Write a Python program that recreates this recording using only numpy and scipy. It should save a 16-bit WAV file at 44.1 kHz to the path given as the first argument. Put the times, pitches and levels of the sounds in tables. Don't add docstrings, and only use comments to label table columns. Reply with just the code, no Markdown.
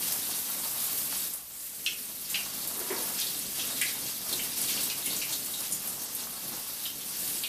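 import sys
import numpy as np
from scipy import signal
from scipy.fft import rfft, irfft
from scipy.io import wavfile

SR = 44100
rng = np.random.default_rng(int(sys.argv[2]) if len(sys.argv) > 2 else 0)


def pcm_store(signal):
    levels = np.round(np.clip(np.atleast_2d(signal), -1, 1) * 32767)
    wavfile.write(sys.argv[1], SR, levels.astype(np.int16).T)


N = 329868
TIME = np.arange(N) / SR
FREQ_HZ = np.fft.rfftfreq(N, 1 / SR)


def amp(db):
    return 10 ** (np.asarray(db) / 20)


def unit(x):
    return x / np.sqrt(np.mean(x ** 2) + 1e-20)


def power_sum(a_db, b_db):
    return 10 * np.log10(amp(a_db) ** 2 + amp(b_db) ** 2)


def value_at(curve, hz):
    curve_hz, values = np.transpose(curve)
    return np.interp(np.log(hz + 1), np.log(curve_hz + 1), values)


def add(mix, start_s, sound):
    part = mix[round(start_s * SR):][:len(sound)]
    part += sound[:len(part)]


def colour(x, spectrum):
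    return unit(irfft(rfft(x) * amp(value_at(spectrum, FREQ_HZ)), N))


def resonance(x, hz, octaves):
    edge_ratio = 2 ** (octaves / 2)
    sos = signal.butter(2, [hz / edge_ratio, hz * edge_ratio], "bandpass", fs=SR, output="sos")
    return unit(signal.sosfilt(sos, x))


def drift(hz):
    return unit(irfft(rfft(rng.standard_normal(N)) / (1 + (FREQ_HZ / hz) ** 2), N))


def drops(per_s, spread_db):
    size = amp(spread_db * np.minimum(rng.exponential(1, N), 4.5))
    return size * rng.choice([-1, 1], N) * (rng.random(N) < per_s / SR)


def burst(decay_s):
    t = TIME[:SR // 4]
    return rng.standard_normal(len(t)) * np.exp(-t / decay_s)


# frequency_hz, t60_s
ROOM_DECAY = [(100, 0.3), (1500, 0.43), (4000, 0.2), (9000, 0.27), (15000, 0.087)]

def tiles(tail_db):
    hz, t, spectrogram = signal.stft(rng.standard_normal(SR // 2), SR, nperseg=256)
    decay = amp(-60 * t / value_at(ROOM_DECAY, hz)[:, None])
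    tail = signal.istft(spectrogram * decay, SR)[1]
    tail *= 1 - np.exp(-TIME[:len(tail)] / 0.00068)
    response = amp(tail_db) * tail / np.linalg.norm(tail)
    response[0] += 1
    return response / np.linalg.norm(response)


def scattered(hits, tail_db, spots):
    spot = rng.integers(0, spots, N)
    return sum(signal.oaconvolve(hits * (spot == k), tiles(tail_db))[:N] for k in range(spots))


def landed(impact, level_db, decay_s, tail_db):
    wet = signal.fftconvolve(impact, tiles(tail_db))
    return amp(level_db) * wet / np.linalg.norm(wet) * np.sqrt(decay_s * SR / 2)


# frequency_hz, gain_db
RUMBLE_SPECTRUM = [(15, -8), (50, 4), (110, 0.5), (250, -8), (1000, -35)]

def rumble():
    return amp(-67) * colour(rng.standard_normal(N), RUMBLE_SPECTRUM)


# pitch_hz, bandwidth_hz, gain_db
DAMPED_MODES = [(358, 177, 0.5), (594, 170, -7.5), (940, 140, -6.5), (1420, 570, -11), (2040, 910, -7)]
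# start_s, level_db, decay_s
TUB_BUMPS = [(2.755, -42.5, 0.022), (2.801, -34.5, 0.017), (2.903, -25.5, 0.015), (2.966, -33, 0.015),
             (4.31, -39, 0.021)]

def bumps():
    out = np.zeros(N)
    for start_s, level_db, decay_s in TUB_BUMPS:
        ring = sum(amp(gain_db) * resonance(burst(decay_s), hz, octaves=width_hz / hz / np.log(2))
                   for hz, width_hz, gain_db in DAMPED_MODES)
        add(out, start_s, landed(ring, level_db, decay_s, tail_db=-0.5))
    return out


# frequency_hz, gain_db
THUD_SPECTRUM = [(30, -30), (95, -25), (130, -6.5), (160, -2.5), (200, 2), (280, 0.5), (400, -2.5),
                 (520, -4.5), (900, -15.5), (2500, -33), (6000, -56)]
# pitch_hz, gain_db, t60_s
SHELL_MODES = [(150.4, -1.5, 0.58), (190, 2, 0.73), (223, -1.5, 0.23), (268, -7.5, 0.71), (391, -9, 0.29),
               (811, -11.5, 0.68)]

def drumming(level_db):
    hits = scattered(drops(per_s=500, spread_db=2.5), tail_db=-1.5, spots=3)
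    t = TIME[:SR // 2]
    shell = sum(amp(db - 60 * t / t60_s) * np.sin(2 * np.pi * hz * t) for hz, db, t60_s in SHELL_MODES)
    ring = unit(signal.oaconvolve(hits, shell)[:N])
    return amp(level_db) * (amp(1.0) * colour(hits, THUD_SPECTRUM) + amp(-6.5) * ring)


# frequency_hz, gain_db
PUDDLE_SPECTRUM = [(250, -22), (480, -10), (620, 4.5), (800, 4), (1020, 3.5), (1170, 3.5), (1450, 0),
                   (2200, -9), (4000, -45)]
# time_s, level_db
STREAM_LEVELS = [(0.0, -49), (1.0, -51), (1.5, -61.5), (2.24, -64), (2.4, -52), (2.98, -49), (3.3, -56.5),
                 (4.4, -54), (5.4, -55), (6.15, -52.5), (6.85, -55.5), (7.48, -55.5)]

def puddle(gush_db):
    stream_db = np.interp(TIME, *np.transpose(STREAM_LEVELS))
    hits = drops(per_s=900, spread_db=2.0) * amp(3.8 * drift(hz=22))
    plops = colour(scattered(hits, tail_db=-4.5, spots=2), PUDDLE_SPECTRUM)
    return amp(power_sum(stream_db, gush_db)) * plops


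# start_s, level_db, centre_hz
FLUNG_DROPS = [(0.121, -21, 11900), (1.1714, -27, 11200), (1.3364, -24, 11500), (2.3006, -27.5, 8650),
               (2.674, -23.5, 11100), (2.793, -25.5, 11400), (3.2, -23.5, 10500), (3.3905, -24.5, 10200),
               (3.814, -18, 9100), (4.327, -24.5, 10500), (4.4154, -31, 11400), (4.6152, -19.5, 10500),
               (4.8339, -22, 10200), (5.0584, -20.5, 10000), (5.1646, -24, 7500), (5.604, -24.5, 11500),
               (5.712, -28, 9400), (5.7229, -18.5, 8840), (5.874, -24.5, 10000), (6.1494, -24, 11400),
               (7.2777, -26, 11300)]

def spits(decay_s=0.0041):
    out = np.zeros(N)
    for start_s, level_db, centre_hz in FLUNG_DROPS:
        tick = resonance(burst(decay_s), centre_hz, octaves=0.77)
        add(out, start_s, landed(tick, level_db + 0.47, decay_s, tail_db=2.0))
    return out


# start_s, level_db, pocket_hz, width_octaves, decay_s, smack_gain_db
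WATER_SLAPS = [(1.862, -16, 2960, 0.42, 0.003, -4.5), (2.3437, -19, 2650, 0.36, 0.0042, -5),
               (3.1885, -24, 3900, 1, 0.0037, -15), (3.212, -25, 3750, 0.47, 0.0053, -8),
               (3.267, -27.5, 4200, 0.41, 0.004, -19), (3.5929, -29.5, 3070, 0.33, 0.015, 1),
               (3.813, -21, 2380, 0.45, 0.0068, -10), (3.8654, -29, 4140, 0.43, 0.0053, -8),
               (4.3264, -22.5, 3950, 0.24, 0.0029, -17), (4.3924, -29.5, 2580, 0.44, 0.0059, -14),
               (4.684, -31.5, 3120, .5, 0.028, 1), (4.774, -30, 3170, 0.52, 0.0074, -11),
               (4.899, -24, 3420, 0.77, 0.0043, -1), (5.055, -36.5, 2600, 0.54, 0.021, -14),
               (5.2164, -23, 3100, 0.85, 0.0023, -6), (5.3241, -28, 4000, 0.32, 0.012, -1),
               (5.538, -31.5, 3920, 0.21, 0.0065, -17), (6.8543, -23.5, 3370, 0.26, 0.0023, -14),
               (7.007, -37.5, 3460, .5, 0.0055, -15), (7.436, -23, 2600, 0.54, 0.0042, -1)]

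def slaps():
    out = np.zeros(N)
    for start_s, level_db, pocket_hz, octaves, decay_s, smack_gain_db in WATER_SLAPS:
        pocket = resonance(burst(decay_s), pocket_hz, octaves)
        smack = resonance(burst(decay_s), pocket_hz * 1.61, octaves=0.74)
        contact = resonance(burst(0.0033), pocket_hz, 2 * octaves)
        slap = pocket + amp(smack_gain_db) * smack + amp(-6.5) * contact
        add(out, start_s, landed(slap, level_db + 2.13, decay_s, tail_db=5.0))
    return out


# start_s, length_s, patter_db, spray_offset_db, tub_offset_db
GUSH_EVENTS = [(0.01, 0.11, -43, -8, -25), (0.29, 0.049, -38.5, -10, -19), (0.532, 0.06, -42.5, -6, -11),
               (0.802, 0.076, -43, 5, -12), (1.09, 0.1, -44, -4, -25), (2.292, 0.071, -45.5, 8.5, -16),
               (2.52, 0.15, -46.5, -2, -7), (3.537, 0.37, -42.5, 3, -13), (4.006, 0.058, -41.5, -10, -10),
               (4.27, 0.18, -40, 1, -10), (4.555, 0.31, -38.5, 2.5, -11), (5.055, 0.13, -42.5, 0, -6.5),
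               (5.29, 0.054, -43.5, 7, -8), (5.557, 0.051, -45.5, 3, -9), (5.693, 0.038, -47, -2, -1),
               (5.843, 0.38, -49.5, 2, -6.5), (6.174, 0.069, -40.5, -9, -21), (6.41, 0.17, -47, 4, -3),
               (6.814, 0.052, -44, 5.5, -14), (7.18, 0.24, -49, 4, -7)]

def gush_levels(attack_s=0.02, release_s=0.045):
    power = np.zeros((3, N))
    for start_s, length_s, patter_db, spray_offset_db, tub_offset_db in GUSH_EVENTS:
        rise = np.clip((TIME - start_s) / attack_s, 0, 1)
        drain = np.exp(-np.maximum(TIME - start_s - length_s, 0) / release_s)
        gains = amp([patter_db, patter_db + spray_offset_db, patter_db + tub_offset_db])
        power += np.outer(gains, rise * drain) ** 2
    return 10 * np.log10(power + 1e-12)


def splatter(level_db, low_hz, high_hz, per_s, sizes=10):
    out = np.zeros(N)
    for hz in np.geomspace(low_hz, high_hz, sizes):
        ring = resonance(burst(decay_s=0.0057), hz, octaves=0.29)
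        splash = landed(ring, level_db=0, decay_s=1, tail_db=0.5)
        out += signal.oaconvolve(drops(per_s / sizes, spread_db=2.0), splash)[:N]
    return amp(level_db) * unit(out)


# frequency_hz, gain_db
PATTER_SPECTRUM = [(200, -44), (1200, -8.5), (2200, -3.5), (3000, 2.5), (4200, 2.5), (5500, 4.5), (7000, 1),
                   (10000, 1), (15000, -22)]

def patter(level_db):
    hits = drops(per_s=4500, spread_db=4) * amp(2.0 * drift(hz=25))
    return amp(level_db - 0.07) * colour(scattered(hits, tail_db=5, spots=3), PATTER_SPECTRUM)


# time_s, spray_db, runoff_db
JET_LEVELS = [(0.0, -32.5, -39.5), (0.55, -33.5, -44.5), (1.0, -31.7, -42.5), (1.26, -33.5, -43.5),
              (1.44, -44.5, -56), (1.65, -39.5, -54.5), (1.9, -38.5, -46.5), (2.26, -39, -46.5),
              (2.42, -38, -43), (2.72, -36.5, -44.5), (3.05, -34.3, -41), (3.45, -36, -41.5),
              (4.2, -36.5, -43), (5.2, -35.5, -41.5), (5.75, -38, -45), (7.05, -39, -45.5),
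              (7.3, -33, -40.5), (7.48, -37.5, -47)]

def jet_levels():
    time_s, spray_db, runoff_db = np.transpose(JET_LEVELS)
    return np.interp(TIME, time_s, spray_db), np.interp(TIME, time_s, runoff_db)


# frequency_hz, gain_db
SPRAY_SPECTRUM = [(300, -16), (1000, -15.5), (2000, -11), (4500, -7), (6800, -5.5), (8200, -2),
                  (9300, -2.5), (11600, 4), (13500, 2.5), (15200, -3)]

def spray(level_db):
    hits = drops(per_s=12000, spread_db=1.0) * amp(1.3 * drift(hz=30))
    return amp(level_db - 0.7) * colour(scattered(hits, tail_db=-5.5, spots=4), SPRAY_SPECTRUM)


def scene():
    jet_db, runoff_db = jet_levels()
    gush_db, gush_spray_db, gush_tub_db = gush_levels()
    spray_db = power_sum(jet_db, gush_spray_db)
    patter_db = power_sum(runoff_db, gush_db)
    tub_db = power_sum(runoff_db - 10, gush_tub_db)
    fine = spray(spray_db) + splatter(spray_db - 6.5, low_hz=7700, high_hz=14500, per_s=120)
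    coarse = patter(patter_db) + splatter(patter_db - 5, low_hz=3900, high_hz=6330, per_s=80)
    low = puddle(gush_db - 16) + drumming(tub_db) + rumble()
    mono = fine + coarse + low + slaps() + spits() + bumps()
    return np.array([mono, mono])


def record(dry):
    cutoff_hz = 15200
    taps = signal.firwin(601, cutoff_hz, window=("kaiser", 8), fs=SR)
    return signal.oaconvolve(dry, taps[None], "same")


dry = scene()
out = record(dry)
pcm_store(out)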